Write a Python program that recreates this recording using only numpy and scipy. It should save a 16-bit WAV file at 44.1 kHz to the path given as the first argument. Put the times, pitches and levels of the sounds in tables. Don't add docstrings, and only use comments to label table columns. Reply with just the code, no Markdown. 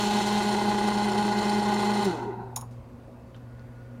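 import sys
import numpy as np
from scipy import signal
from scipy.fft import rfft, irfft
from scipy.io import wavfile
from scipy.ndimage import uniform_filter1d

SR = 44100
rng = np.random.default_rng(int(sys.argv[2]) if len(sys.argv) > 2 else 0)


def waveform_to_disk(signal):
    frames = np.transpose(np.atleast_2d(signal))
    scaled = np.clip(frames, -1, 1) * 32767
    samples = np.round(scaled).astype(np.int16)
    wavfile.write(sys.argv[1], SR, samples)


N = 176400
T = np.arange(N) / SR
HZ = np.fft.rfftfreq(N, 1 / SR)

SHAFT_HZ, BEATS_PER_TURN, TURNS_PER_BELT = 29.67, 7, 3
CUT_S, COAST_S, SLACK_RISE_S = 2.04, .6, .067
SLACK = np.clip((T - CUT_S) / SLACK_RISE_S, 0, 1)


def amp(db):
    return 10 ** (np.asarray(db) / 20)


def unit(x):
    return x / np.sqrt(np.mean(x ** 2) + 1e-20)


def response(broad=((1, -80),), peaks=()):
    hz, db = np.transpose(broad)
    power = amp(np.interp(np.log(HZ + 1), np.log(hz + 1), db)) ** 2
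    for centre, width, peak_db in peaks:
        power += (amp(peak_db) / (1 + 2 * ((HZ - centre) / width) ** 2)) ** 2
    return np.sqrt(power)


def colour(x, gain):
    cepstrum = irfft(np.log(np.maximum(gain, 1e-6)), N)
    cepstrum[1:N // 2] *= 2
    cepstrum[N // 2 + 1:] = 0
    impulse = irfft(np.exp(rfft(cepstrum)), N)[:8192]
    return signal.fftconvolve(x, impulse)[:len(x)]


def noise_band(hz, width_hz, samples=N):
    return unit(colour(rng.standard_normal(samples), 1 / (1 + (2 * (HZ - hz) / width_hz) ** 2)))


def drift(rate_hz):
    return unit(irfft(rfft(rng.standard_normal(N)) / (1 + (HZ / rate_hz) ** 4), N))


def decay(t, t60_s):
    return np.exp(-np.log(1000) * t / t60_s)


def add(mix, start_s, sound):
    part = mix[round(start_s * SR):][:len(sound)]
    part += sound[:len(part)]


def echoes(x, db, t60_s, delay_s):
    t = np.arange(SR // 2) / SR
    tail = rng.standard_normal(len(t)) * decay(t, t60_s) * (t > delay_s)
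    return x + amp(db) * signal.fftconvolve(x, tail / np.linalg.norm(tail))[:N]


# frequency in Hz, relative level in dB.
AIR_SPECTRUM = [(20, -27), (45, -2.5), (70, -4), (110, -4), (170, -11.5), (250, -5), (320, -14),
                (520, -14.5), (780, -19.5), (1000, -18.5), (1500, -28.5), (2200, -32.5), (3200, -39),
                (5000, -43), (8000, -46), (12400, -48.5), (16000, -51)]


def air():
    spectra = signal.stft(rng.standard_normal(N), nperseg=1024)[2]
    patches = uniform_filter1d(rng.standard_normal(spectra.shape), size=8, axis=0)
    patch_db = 1.2 * unit(uniform_filter1d(patches, size=7, axis=1))
    wash = signal.istft(spectra * amp(patch_db), nperseg=1024)[1][:N]
    return amp(-49.5) * unit(colour(wash, response(AIR_SPECTRUM)))


# time in seconds, rms level in dB.
MAINS_ENVELOPE = [(0, -45.5), (2.3, -42.5), (2.79, -42), (2.83, -53.5), (3.05, -50), (3.33, -52.5),
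                  (3.36, -45), (4, -45)]
# frequency in Hz, rms level in dB.
EQUIPMENT_TONES = [(239.5, -52), (359.5, -65), (479, -65), (538, -62.5), (646, -68.5), (1443, -75),
                   (2590, -82), (4660, -87)]


def hum(mains_hz=120, waver=.23):
    out = amp(np.interp(T, *np.transpose(MAINS_ENVELOPE))) * np.sin(2 * np.pi * mains_hz * T)
    for hz, db in EQUIPMENT_TONES:
        out += amp(db) * (1 + waver * drift(7.5)) * np.sin(2 * np.pi * hz * T + waver * drift(3))
    return np.sqrt(2) * out


def whir(start_s=3.28, rise_s=.34):
    rush = amp(-67.5) * noise_band(hz=1700, width_hz=870)
    tone = amp(-66) * noise_band(hz=1448, width_hz=37)
    return (rush + tone) * np.clip((T - start_s) / rise_s, 0, 1)


# start in seconds, level in dB, centre in Hz, width in Hz, T60 in seconds.
KNOCK_BURSTS = [(2.048, -41, 9000, 12000, 0.044), (2.524, -38, 820, 160, 0.11),
                (2.564, -34, 945, 264, 0.16), (2.622, -40, 956, 306, 0.14), (2.71, -66, 5000, 9000, 0.33),
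                (2.786, -33, 81.5, 30, 0.13), (3.075, -43.5, 500, 400, 0.13),
                (3.345, -56.5, 3170, 1500, 0.083), (3.346, -52, 1470, 300, 0.06),
                (3.362, -60, 4000, 5000, 0.064), (3.594, -59, 4000, 4000, .018)]


def knocks():
    out, t = np.zeros(N), np.arange(SR // 3) / SR
    for start_s, db, hz, width_hz, t60_s in KNOCK_BURSTS:
        add(out, start_s, amp(db) * noise_band(hz, width_hz, len(t)) * decay(t, t60_s))
    return out


# start in seconds, level in dB.
CATCH_STRIKES = [(2.561, -25.5), (2.5635, -28.5), (2.574, -34.5), (2.6105, -40), (2.614, -44.5)]
# frequency in Hz, relative level in dB.
CRACK_SPECTRUM = [(100, -18), (900, -15), (2000, -13), (3000, -11), (7000, -16), (11000, -19), (16000, -11)]
# centre in Hz, width in Hz, relative level in dB.
CATCH_RESONANCES = [(3870, 140, -3.5), (4750, 200, -8), (5500, 340, 0.5), (6690, 250, 9.5), (6900, 220, 5),
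                    (9000, 300, 5.5), (9400, 320, 4), (11000, 320, 6), (11900, 400, -8), (13600, 600, -4)]


def catch():
    out, t = np.zeros(N), np.arange(SR // 3) / SR
    envelope = decay(t, t60_s=.026) + amp(-16) * decay(t, t60_s=.09)
    for start_s, db in CATCH_STRIKES:
        add(out, start_s, amp(db) * envelope * rng.standard_normal(len(t)))
    return colour(out, unit(response(CRACK_SPECTRUM, CATCH_RESONANCES)))


# centre in Hz, width in Hz, relative level in dB.
PANEL_RESONANCES = [(385.6, 24, 7.5), (733, 52, -4.5), (830, 58, 0), (929, 44, 2), (1040, 54, -14),
                    (1450, 150, -14), (4060, 350, -36)]


def panel_shake(speed):
    shake = unit(colour(rng.standard_normal(N), response(peaks=PANEL_RESONANCES)))
    lumps_db = 2.5 * drift(20)
    return amp(-33 + lumps_db) * shake * SLACK * speed ** .78


# frequency in Hz, relative level in dB.
SLIDE_SPECTRUM = [(100, -68), (1500, -10), (2420, -9), (2800, -2.5), (3700, -2.5), (4900, -12.5),
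                  (6300, -8), (8000, -16.5), (10200, -22.5), (12500, -24.5), (15500, -34.5)]
# centre in Hz, width in Hz, relative level in dB.
STEEL_RESONANCES = [(4084, 116, 10), (4325, 79, 7), (4720, 180, -1), (5370, 220, -2.5), (7160, 280, -4),
                    (8960, 570, -5.5), (11230, 650, -16.5)]


def hiss(speed, turns, settle_s=.47, scrape_s=2.055, scrape_width_s=.016):
    surface = rng.standard_normal(1480)
    grain = np.interp(turns, np.linspace(0, 1, len(surface), endpoint=False), surface, period=1)
    pulse = 1 + .087 * np.cos(2 * np.pi * BEATS_PER_TURN * turns)
    flicker_db = 1.2 * drift(49)
    belt_slap_db = -.76 * np.cos(2 * np.pi * 2 * turns / TURNS_PER_BELT)
    scrape_db = 2 * np.exp(-((T - scrape_s) / scrape_width_s) ** 2)
    swing_db = flicker_db + belt_slap_db + scrape_db
    early_boost = amp(7 * np.exp(-(T / settle_s) ** 2))
    rub = (rng.standard_normal(N) + .39 * grain) * pulse * amp(swing_db) * early_boost
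    slide = unit(colour(rub * speed ** 3.4, response(SLIDE_SPECTRUM)))
    chatter = rng.standard_normal(N) * amp(swing_db + 3 * drift(135)) * np.sqrt(early_boost)
    steel = unit(colour(chatter * speed ** 4.7, response(peaks=STEEL_RESONANCES)))
    return amp(-44) * slide + amp(-45.5) * steel


# frequency in Hz, relative gain in dB.
HOUSING_SPECTRUM = [(20, -21), (60, -16), (150, -16.5), (300, -16.5), (1000, -35.5), (1750, -22.5),
                    (2380, -33), (3100, -32.5), (5000, -56), (16000, -56)]
# centre in Hz, width in Hz, relative gain in dB.
HOUSING_RESONANCES = [(201, 23.2, -3), (324.3, 23, -5), (376, 31, 2.5), (454, 55, -9.5), (592, 114, -12),
                      (744, 50, -8), (813, 103, -2.5), (913, 77, -6), (1021, 90, -6), (1220, 51, -12),
                      (1462, 107, -9.5), (1924, 37, -11), (2037, 64, -10), (2585, 172, -19.5)]


def housing():
    return response(HOUSING_SPECTRUM, HOUSING_RESONANCES)


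def rattle(speed, turns, body, spread_db=4.5):
    beats = np.diff(np.floor(turns * BEATS_PER_TURN), prepend=0)
    hits = beats * rng.choice([-1, 1], N) * amp(spread_db * np.clip(rng.standard_normal(N), -2, 2))
    chatter = rng.standard_normal(N) * np.sqrt(speed)
    load = 1 + .079 * np.sin(2 * np.pi * turns / TURNS_PER_BELT) + .25 * np.sin(2 * np.pi * turns)
    force = (unit(hits) * speed ** .79 + unit(chatter)) * load * speed ** 1.35
    return amp(-34.5) * unit(colour(force, body))


SHAFT_ORDERS = [6.667, 7, 7.195, 11, 12.84, 14, 15, 21, 24, 25, 27, 28, 30, 31.69, 35, 40.5, 49, 52.04, 56,
                63, 69.8, 77, 84, 88, 105, 135.75, 147.37]
SHAFT_ORDER_DB = [-93, -26, -47, -47.5, -40.5, -35, -50, -41, -52, -50.5, -47, -29, -56, -42, -44, -52,
                  -43.5, -50.5, -52, -51.5, -46.5, -59, -54.5, -65, -48.5, -54, -47.5]


def drone(speed, turns, body, max_swell_db=19, radiate_hz=186, throb_hz=5.8):
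    out = np.zeros(N)
    for order, db in zip(SHAFT_ORDERS, SHAFT_ORDER_DB):
        full_hz = order * SHAFT_HZ
        hz = full_hz * speed
        swell = np.minimum(np.interp(hz, HZ, body) / np.interp(full_hz, HZ, body), amp(max_swell_db))
        radiation = np.minimum(hz / radiate_hz, 1) ** 6
        belt_wobble = .29 * np.sin(2 * np.pi * (turns / TURNS_PER_BELT + rng.random()))
        waver = (.16 + .45 * SLACK) * drift(28)
        height = full_hz / 900
        force = speed ** (.9 * height ** 2) * (1 + belt_wobble + waver)
        jitter_rad = 1.1 * SLACK * height * drift(23)
        tone = np.sin(2 * np.pi * (order * turns + rng.random()) + jitter_rad)
        out += amp(db) * swell * radiation * force * tone
    throb = 1 + .089 * np.cos(2 * np.pi * throb_hz * T)
    return out * np.sqrt(speed) * throb


def motor():
    speed = np.clip(1 - (T - CUT_S) / COAST_S, 0, 1) ** 1.42
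    belt_flutter = .0015 * np.sin(2 * np.pi * np.cumsum(speed) * SHAFT_HZ / TURNS_PER_BELT / SR)
    wander = .0003 * drift(2)
    turns = np.cumsum(speed * (1 + belt_flutter + wander)) * SHAFT_HZ / SR
    return speed, turns


def scene():
    speed, turns = motor()
    body = housing()
    drive = drone(speed, turns, body) + rattle(speed, turns, body) + panel_shake(speed)
    hiss_in_frame = echoes(hiss(speed, turns), db=-5, t60_s=.045, delay_s=.002)
    in_room = echoes(hiss_in_frame + catch() + knocks(), db=-14, t60_s=.18, delay_s=.0069)
    return (drive + in_room + hum() + air() + whir())[None]


def record(dry):
    lowpass = signal.firwin(511, 15900, window=("kaiser", 9), fs=SR)
    return signal.oaconvolve(dry, lowpass[None], "same")


dry = scene()
out = record(dry)
waveform_to_disk(out)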